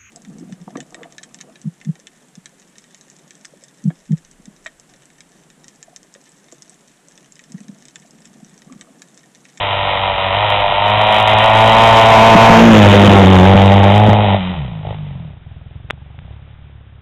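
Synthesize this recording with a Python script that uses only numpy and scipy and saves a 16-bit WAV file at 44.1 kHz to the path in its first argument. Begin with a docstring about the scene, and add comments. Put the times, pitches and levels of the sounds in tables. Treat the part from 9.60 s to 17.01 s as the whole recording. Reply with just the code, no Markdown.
"""A four-stroke single-cylinder dirt bike charges over snow at full throttle, passes close, rides away
and shuts off to a far, thudding idle. One firing train drives every engine voice: the intake honks
coming, the exhaust barks going, the silencer booms, the pipe drones, valve gear and chain rasp.
Behind it: buffeting at the microphone, faint air hiss, a hand-held camera case clicking near the end.
The narrow-band input overloads heavily on the pass."""
import sys
import numpy as np
from scipy import signal
from scipy.fft import rfft, irfft, next_fast_len
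from scipy.io import wavfile
from scipy.ndimage import uniform_filter1d

SR = 44100
rng = np.random.default_rng(int(sys.argv[2]) if len(sys.argv) > 2 else 0)


def master_out(mix):
    """Clip the mix to full scale and print it as 16-bit PCM to the path in sys.argv[1]."""
    frames = np.transpose(np.atleast_2d(mix))
    ceiling = np.clip(frames, -1, 1)
    pcm = np.round(ceiling * 32767).astype(np.int16)
    wavfile.write(sys.argv[1], SR, pcm)


N = 326781
TIME = np.arange(N) / SR

# on throttle, rear wheel slipping and gripping: time_s, firing_hz
CHARGE_RATE = [(0.0, 99.8), (0.7, 95.3), (0.82, 104.7), (1.13, 98.9), (1.34, 105.9), (1.8, 107.5),
               (1.84, 112.6), (1.9, 109.7), (2.25, 113.7), (2.59, 110.8), (2.65, 113.6), (2.96, 112.4),
               (3.04, 115.5), (3.25, 101.1), (3.49, 100.9), (3.6, 97.7), (3.64, 91.3), (3.68, 96.1),
               (3.79, 91.0), (3.88, 97.0), (4.3, 99.3), (4.34, 103.9), (4.45, 106.3), (4.63, 104.5),
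               (4.71, 96.4), (4.75, 101.2), (4.8, 91.3), (4.9, 91.9)]
# down to idle: time_s, firing_hz
COAST_RATE = [(4.94,85),(5.0,71),(5.12,54),(5.2,50),(5.3,53),(5.5,47.3),(5.7,35.3),(5.8,20),(6.08,20.4),(6.17,22.5),(6.53,23.9),(6.68,35),(7.0,36.5),(7.41,34)]
# twist grip moves: time_s, opening (0-1)
GRIP_MOVES = [(4.54, 0.78), (4.775, 0.1), (5.234, 0.73), (5.345, .02), (5.87, 0.24), (6.54, 0.28),
              (6.74, 0.06)]
# skipped firings: time_s
MISFIRES_S = [2.751, 2.896, 3.482, 3.947, 4.484]
# brief swells and dips of the low voices: centre_s, boom_db, drone_db
LOW_SWELLS = [(.58, -4, -2), (.82, 3, -1.5), (1.13, -12, -3), (1.35, 3.5, 4.5), (1.53, -2.5, 2),
              (1.76, 3.5, 4), (2.04, 6.5, 3), (2.15, -3, 3), (2.31, 5.5, -0.5), (2.48, 1, -5),
              (2.851, 2, -4.5), (3.05, -16.5, 4), (3.24, 4.5, -2.5), (5.28, -5, -3.5), (6.63, -2, 5)]
# resonances: centre_hz, width_hz, gain_db
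HOT_SILENCER_MODES = [(98.9, 66, -4), (66, 8.3, -19.5)]
COOL_SILENCER_MODES = [(101, 30, -2.5), (74, 45, 5)]
AIRBOX_MODES = [(582.7, 42, 0), (683, 119, 1.5), (781.5, 89, 0.4), (902.5, 82, -1.5), (1021, 89, -7.5)]
EXHAUST_REAR_MODES = [(383, 190, -1.5), (609, 165, 10), (847, 130, 7.5)]
EXHAUST_FLANK_MODES = [(346.5, 77, -2.8), (505, 53.4, 2.6), (671, 81, -1)]
CASE_MODES = [(563, 670, -4.5), (1380, 1400, -0.5), (2400, 470, -23), (3380, 120, -11)]
# level laws: coming_db, coming_loss_db, going_db, going_loss_db, shut_loss_db, slow_loss_db
# (coming and going losses per doubling of distance, slow loss per halving of engine speed)
BOOM_LAW = (1.1, 7.63, 10.63, 6.2, 18, 3.7)
DRONE_LAW = (8.9, 13.27, 18.07, 10.51, 13.8, 3.9)
HONK_BARK_LAW = (16.47, 9.56, 11.4, 7.19, 20.7, 10.6)
RASP_LAW = (0.38, 3.83, 8.44, 8, 6.6, 14.6)
BUFFET_LAW = (-15, 4.5, -6.5, 6.5, 6.5, 2.5)
# spectral shapes: frequency_hz, relative_db
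RASP_SPECTRUM = [(250,1),(500,6),(1000,4),(1300,-6.5),(1720,-13.5),(1870,-4),(2020,-3.5),(2150,-4.5),(2380,-5.5),(2600,-7.5),(2900,-6.5),(3500,-7),(3900,-7.5),(5000,-12.5)]
BUFFET_SPECTRUM = [(15,-3.5),(35,-15.5),(54,-1),(75,-10),(130,-5.5),(250,-22.5),(600,-30)]
AIR_SPECTRUM = [(20,6.5),(50,19.5),(120,12.5),(250,10),(600,4),(1500,6),(3500,-11),(5000,-14.5)]
# taps on the camera case: start_s, relative_db
CASE_TAPS = [(6.3, -18), (6.3015, -8), (6.3065, 3.5), (6.589, -24), (6.889, -36)]

PASS_S, SPEED_M_PER_S, CLOSEST_M = 3.04, 10.32, 1.887
CROSSFADE_M, FLANK_M = 2.6, 3.07
RISE_FROM_S, RISE_LOSS_DB_PER_S = 6.34, 6.5
GRIP_MOVE_S, SWELL_WIDTH_S = .055, .06
IDLE_FROM_S, IDLE_BEAT_S = 5.71, 5.912
OVERRUN_BELOW_OPENING, OVERRUN_DRONE_DB = .46, 11.5
WAVER_DB, WAVER_HZ = .99, 7
AIR_DB = -56


def bike():
    """All engine voices on one crank, plus buffeting that follows the pass."""
    firing_hz = np.interp(TIME, *np.transpose(list(CHARGE_RATE) + list(COAST_RATE)))
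    doublings, behind, side_on = ride()
    throttle = twist_grip()
    boom_db, drone_db, honk_bark_db, rasp_db, buffet_db = [
        level_db(law, doublings, behind, throttle, firing_hz)
        for law in (BOOM_LAW, DRONE_LAW, HONK_BARK_LAW, RASP_LAW, BUFFET_LAW)]
    boom_swell_db, drone_swell_db = sum(
        np.outer(db, np.exp(-.5 * ((TIME - s) / SWELL_WIDTH_S) ** 2)) for s, *db in LOW_SWELLS)
    before_idle = np.clip(.5 + (IDLE_FROM_S - TIME) / GRIP_MOVE_S, 0, 1)
    overrun = np.clip(1 - throttle / OVERRUN_BELOW_OPENING, 0, 1) * before_idle
    fired = firings(firing_hz, wander=.003)
    # throttle shut: the gas cools, the silencer rings lower
    cooled = np.interp(TIME, [4.9, 5.0], [0, 1])
    hot = silencer(fired, HOT_SILENCER_MODES, drone_hz=191.9, drone_width_hz=42.6, top_hz=436)
    cool = silencer(fired, COOL_SILENCER_MODES, drone_hz=153.4, drone_width_hz=49, top_hz=180.8)
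    boom, drone = (1 - cooled) * hot + cooled * cool
    low = from_db(boom_db + boom_swell_db) * boom + afterfire() / 2 ** doublings
    pipe = from_db(drone_db + OVERRUN_DRONE_DB * overrun + drone_swell_db) * drone
    honk = np.sqrt(1 - behind) * intake(fired)
    bark = np.sqrt(behind) * exhaust_bark(fired, side_on, throttle)
    rumble = buffeting(buffet_db)
    clatter = from_db(rasp_db) * rasp(fired, behind * throttle)
    # the bike sinks behind a rise; only the boom bends over it
    shadow = from_db(-RISE_LOSS_DB_PER_S * np.maximum(TIME - RISE_FROM_S, 0))
    return low + rumble + shadow * (pipe + from_db(honk_bark_db) * (honk + bark) + clatter)


def ride():
    """Straight pass: doublings of the closest distance, rear share (0-1), flank share (0-1)."""
    past_m = SPEED_M_PER_S * (TIME - PASS_S)
    distance_m = np.hypot(past_m, CLOSEST_M)
    behind = np.clip(.5 + past_m / CROSSFADE_M, 0, 1)
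    return np.log2(distance_m / CLOSEST_M), behind, np.minimum(FLANK_M / distance_m, 1)


def twist_grip():
    """Throttle opening (0-1): wide open, then a quick ramp to each setting."""
    opening = np.ones(N)
    for s, target in GRIP_MOVES:
        opening += (target - opening) * np.clip(.5 + (TIME - s) / GRIP_MOVE_S, 0, 1)
    return np.clip(opening, 0, 1)


def level_db(law, doublings, behind, throttle, firing_hz):
    """Level falls with distance, shut throttle and low revs; it wavers on its way through the air."""
    coming_db, coming_loss_db, going_db, going_loss_db, shut_loss_db, slow_loss_db = law
    front_db = coming_db - coming_loss_db * doublings
    rear_db = going_db - going_loss_db * doublings
    effort_db = -shut_loss_db * (1 - throttle) + slow_loss_db * np.log2(firing_hz / firing_hz[0])
    return (1 - behind) * front_db + behind * rear_db + effort_db + WAVER_DB * drift(WAVER_HZ)


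def firings(firing_hz, wander):
    """Sample index of each firing, aligned to the idle beat; crank speed wanders slightly."""
    cycles = np.cumsum(firing_hz * (1 + wander * drift(14))) / SR
    return np.flatnonzero(np.diff(np.floor(cycles - cycles[round(IDLE_BEAT_S * SR)])))


def pulses(fired, spread_db, limp_db, jitter_s, misfire_db):
    """One pulse a firing: strong and weak alternate, with scatter; misfires are weaker."""
    level_scatter, time_scatter = rng.standard_normal((len(fired), 2)).T
    db = spread_db * level_scatter + limp_db * (-1) ** np.arange(len(fired))
    db[[np.argmin(abs(fired / SR - s)) for s in MISFIRES_S]] += misfire_db
    kicks = np.zeros(N)
    kicks[np.clip(fired + (time_scatter * jitter_s * SR).astype(int), 0, N - 1)] = from_db(db)
    return kicks


def gas_burst(kicks, decay_s, rough):
    """Each pulse trails a dying burst of turbulence."""
    envelope = signal.lfilter([1], [1, -np.exp(-1 / (decay_s * SR))], kicks + 1e-18)
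    return rms_one(kicks) + rough * rms_one(envelope * rng.standard_normal(N))


def silencer(fired, boom_modes, drone_hz, drone_width_hz, top_hz):
    """Exhaust slugs ring the silencer volume (boom) and, after a trip along it, the pipe (drone)."""
    kicks = pulses(fired, spread_db=.7, limp_db=1.8, jitter_s=.00004, misfire_db=-19.5)
    boom = sum(from_db(db) * resonate(resonate(kicks, hz, width_hz), hz, width_hz)
               for hz, width_hz, db in boom_modes)
    drone = resonate(resonate(kicks, drone_hz, drone_width_hz), drone_hz, drone_width_hz)
    drone = low_pass(delayed(drone, delay_s=.002), top_hz, order=3)
    return np.array([evened(boom), evened(drone)])


def intake(fired):
    """Each gulp of air honks in the airbox."""
    kicks = pulses(fired, spread_db=1.6, limp_db=1.9, jitter_s=.00003, misfire_db=-5)
    gulps = gas_burst(kicks, decay_s=.005, rough=.36)
    honk = high_pass(body(gulps, AIRBOX_MODES), 445, order=2)
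    return evened(resonate(honk, hz=514, width_hz=1300))


def exhaust_bark(fired, side_on, throttle):
    """A crack per firing, more soft rush with the throttle shut; darker from the flank."""
    kicks = pulses(fired, spread_db=1.3, limp_db=1.3, jitter_s=.00005, misfire_db=-15.5)
    cracks = delayed(gas_burst(kicks, decay_s=.0024, rough=1), delay_s=.000834)
    gas = (1.2 + throttle) * evened(cracks) + (.62 - .5 * throttle) * rng.standard_normal(N)
    rear = evened(low_pass(high_pass(body(gas, EXHAUST_REAR_MODES), 228), 1750, order=3))
    flank = evened(low_pass(body(gas, EXHAUST_FLANK_MODES), 870, order=3))
    return evened((1 - side_on) * rear + side_on * flank)


def afterfire():
    """The unburnt charge of a skipped firing pops in the pipe."""
    kicks = np.zeros(N)
    kicks[[round(s * SR) for s in MISFIRES_S]] = 1
    pop = resonate(resonate(kicks, hz=182, width_hz=53), hz=194, width_hz=290)
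    return from_db(25) * pop / np.abs(pop).max()


def rasp(fired, rear_throttle):
    """Valve gear and gas rush pulse with the firings over the hiss of chain and flung snow."""
    kicks = pulses(fired, spread_db=.65, limp_db=2.03, jitter_s=.00002, misfire_db=-9.5)
    # same metal parts, same rattle every cycle
    rattle = rng.standard_normal(900) * np.exp(-TIME[:900] / .004)
    buzz = rms_one(signal.fftconvolve(kicks, rattle)[:N])
    spit = (.17 + rear_throttle) * rms_one(gas_burst(kicks, decay_s=.006, rough=1.9))
    hiss = 1.1 * rng.standard_normal(N)
    return evened(high_pass(coloured(buzz + hiss + spit, RASP_SPECTRUM), 895, order=2))


def buffeting(gain_db):
    """Air buffets the microphone: a low rumble."""
    return from_db(gain_db) * coloured(rng.standard_normal(N), BUFFET_SPECTRUM)


def camera_clicks():
    """The plastic case snaps under the fingers."""
    taps = np.zeros(N)
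    for s, db in CASE_TAPS:
        taps[round(s * SR)] = from_db(db + 17.5)
    return sum(from_db(db) * resonate(taps, hz, width_hz) for hz, width_hz, db in CASE_MODES)


def still_air():
    """Faint, steady air and hiss."""
    return from_db(AIR_DB) * coloured(rng.standard_normal(N), AIR_SPECTRUM)


def from_db(db):
    return 10 ** (np.asarray(db) / 20)


def rms_one(x):
    return x / np.sqrt(np.mean(x ** 2) + 1e-20)


def low_pass(x, hz, order=2):
    return signal.sosfilt(signal.butter(order, hz, fs=SR, output="sos"), x)


def high_pass(x, hz, order=3):
    return signal.sosfilt(signal.butter(order, hz, "high", fs=SR, output="sos"), x)


def delayed(x, delay_s):
    return np.interp(TIME - delay_s, TIME, x, left=0)


def drift(hz):
    """Slow noise below hz; rms 1."""
    return rms_one(low_pass(rng.standard_normal(N), hz))


def coloured(x, spectrum):
    """Shape by a smooth spectrum; rms 1."""
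    hz, db = np.transpose(spectrum)
    size = next_fast_len(N)
    bins_hz = np.maximum(np.arange(size // 2 + 1) * SR / size, 1)
    gain = from_db(np.interp(np.log(bins_hz), np.log(hz), db))
    return rms_one(irfft(rfft(x, size) * gain, size)[:N])


def resonate(x, hz, width_hz):
    """One resonance, peak gain 1."""
    radius = np.exp(-np.pi * width_hz / SR)
    feedback = [1, -2 * radius * np.cos(2 * np.pi * hz / SR), radius ** 2]
    return signal.lfilter(np.array([1, 0, -1]) * (1 - radius ** 2) / 2, feedback, x + 1e-18)


def body(x, modes):
    """Parallel resonances, signs alternating."""
    return sum((-1) ** k * from_db(db) * resonate(x, hz, width_hz)
               for k, (hz, width_hz, db) in enumerate(modes))


def evened(x):
    """Hold rms 1 over a few engine cycles."""
    power = uniform_filter1d(uniform_filter1d(x * x, size=4000), size=4000)
    return x / np.sqrt(np.maximum(power, 0) + 1e-6 * np.mean(x * x))


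def overload(x, top, hardness):
    """Flat tops, rounded knee."""
    return x / (1 + np.abs(x / top) ** hardness) ** (1 / hardness)


def scene():
    """Bike and case clicks over still air; mono."""
    air = still_air()
    return (bike() + camera_clicks() + air)[None]


def record(dry):
    """The input overloads, the band ends near 4 kHz, the ringing tops overload again."""
    clipped = overload(dry, top=.73, hardness=7)
    narrow = low_pass(high_pass(clipped, 3, order=1), 3750, order=28)
    flattened = overload(narrow, top=.76, hardness=63)
    return signal.sosfilt(signal.ellip(10, .1, 80, 16000, fs=SR, output="sos"), flattened)


dry = scene()
out = record(dry)
master_out(out)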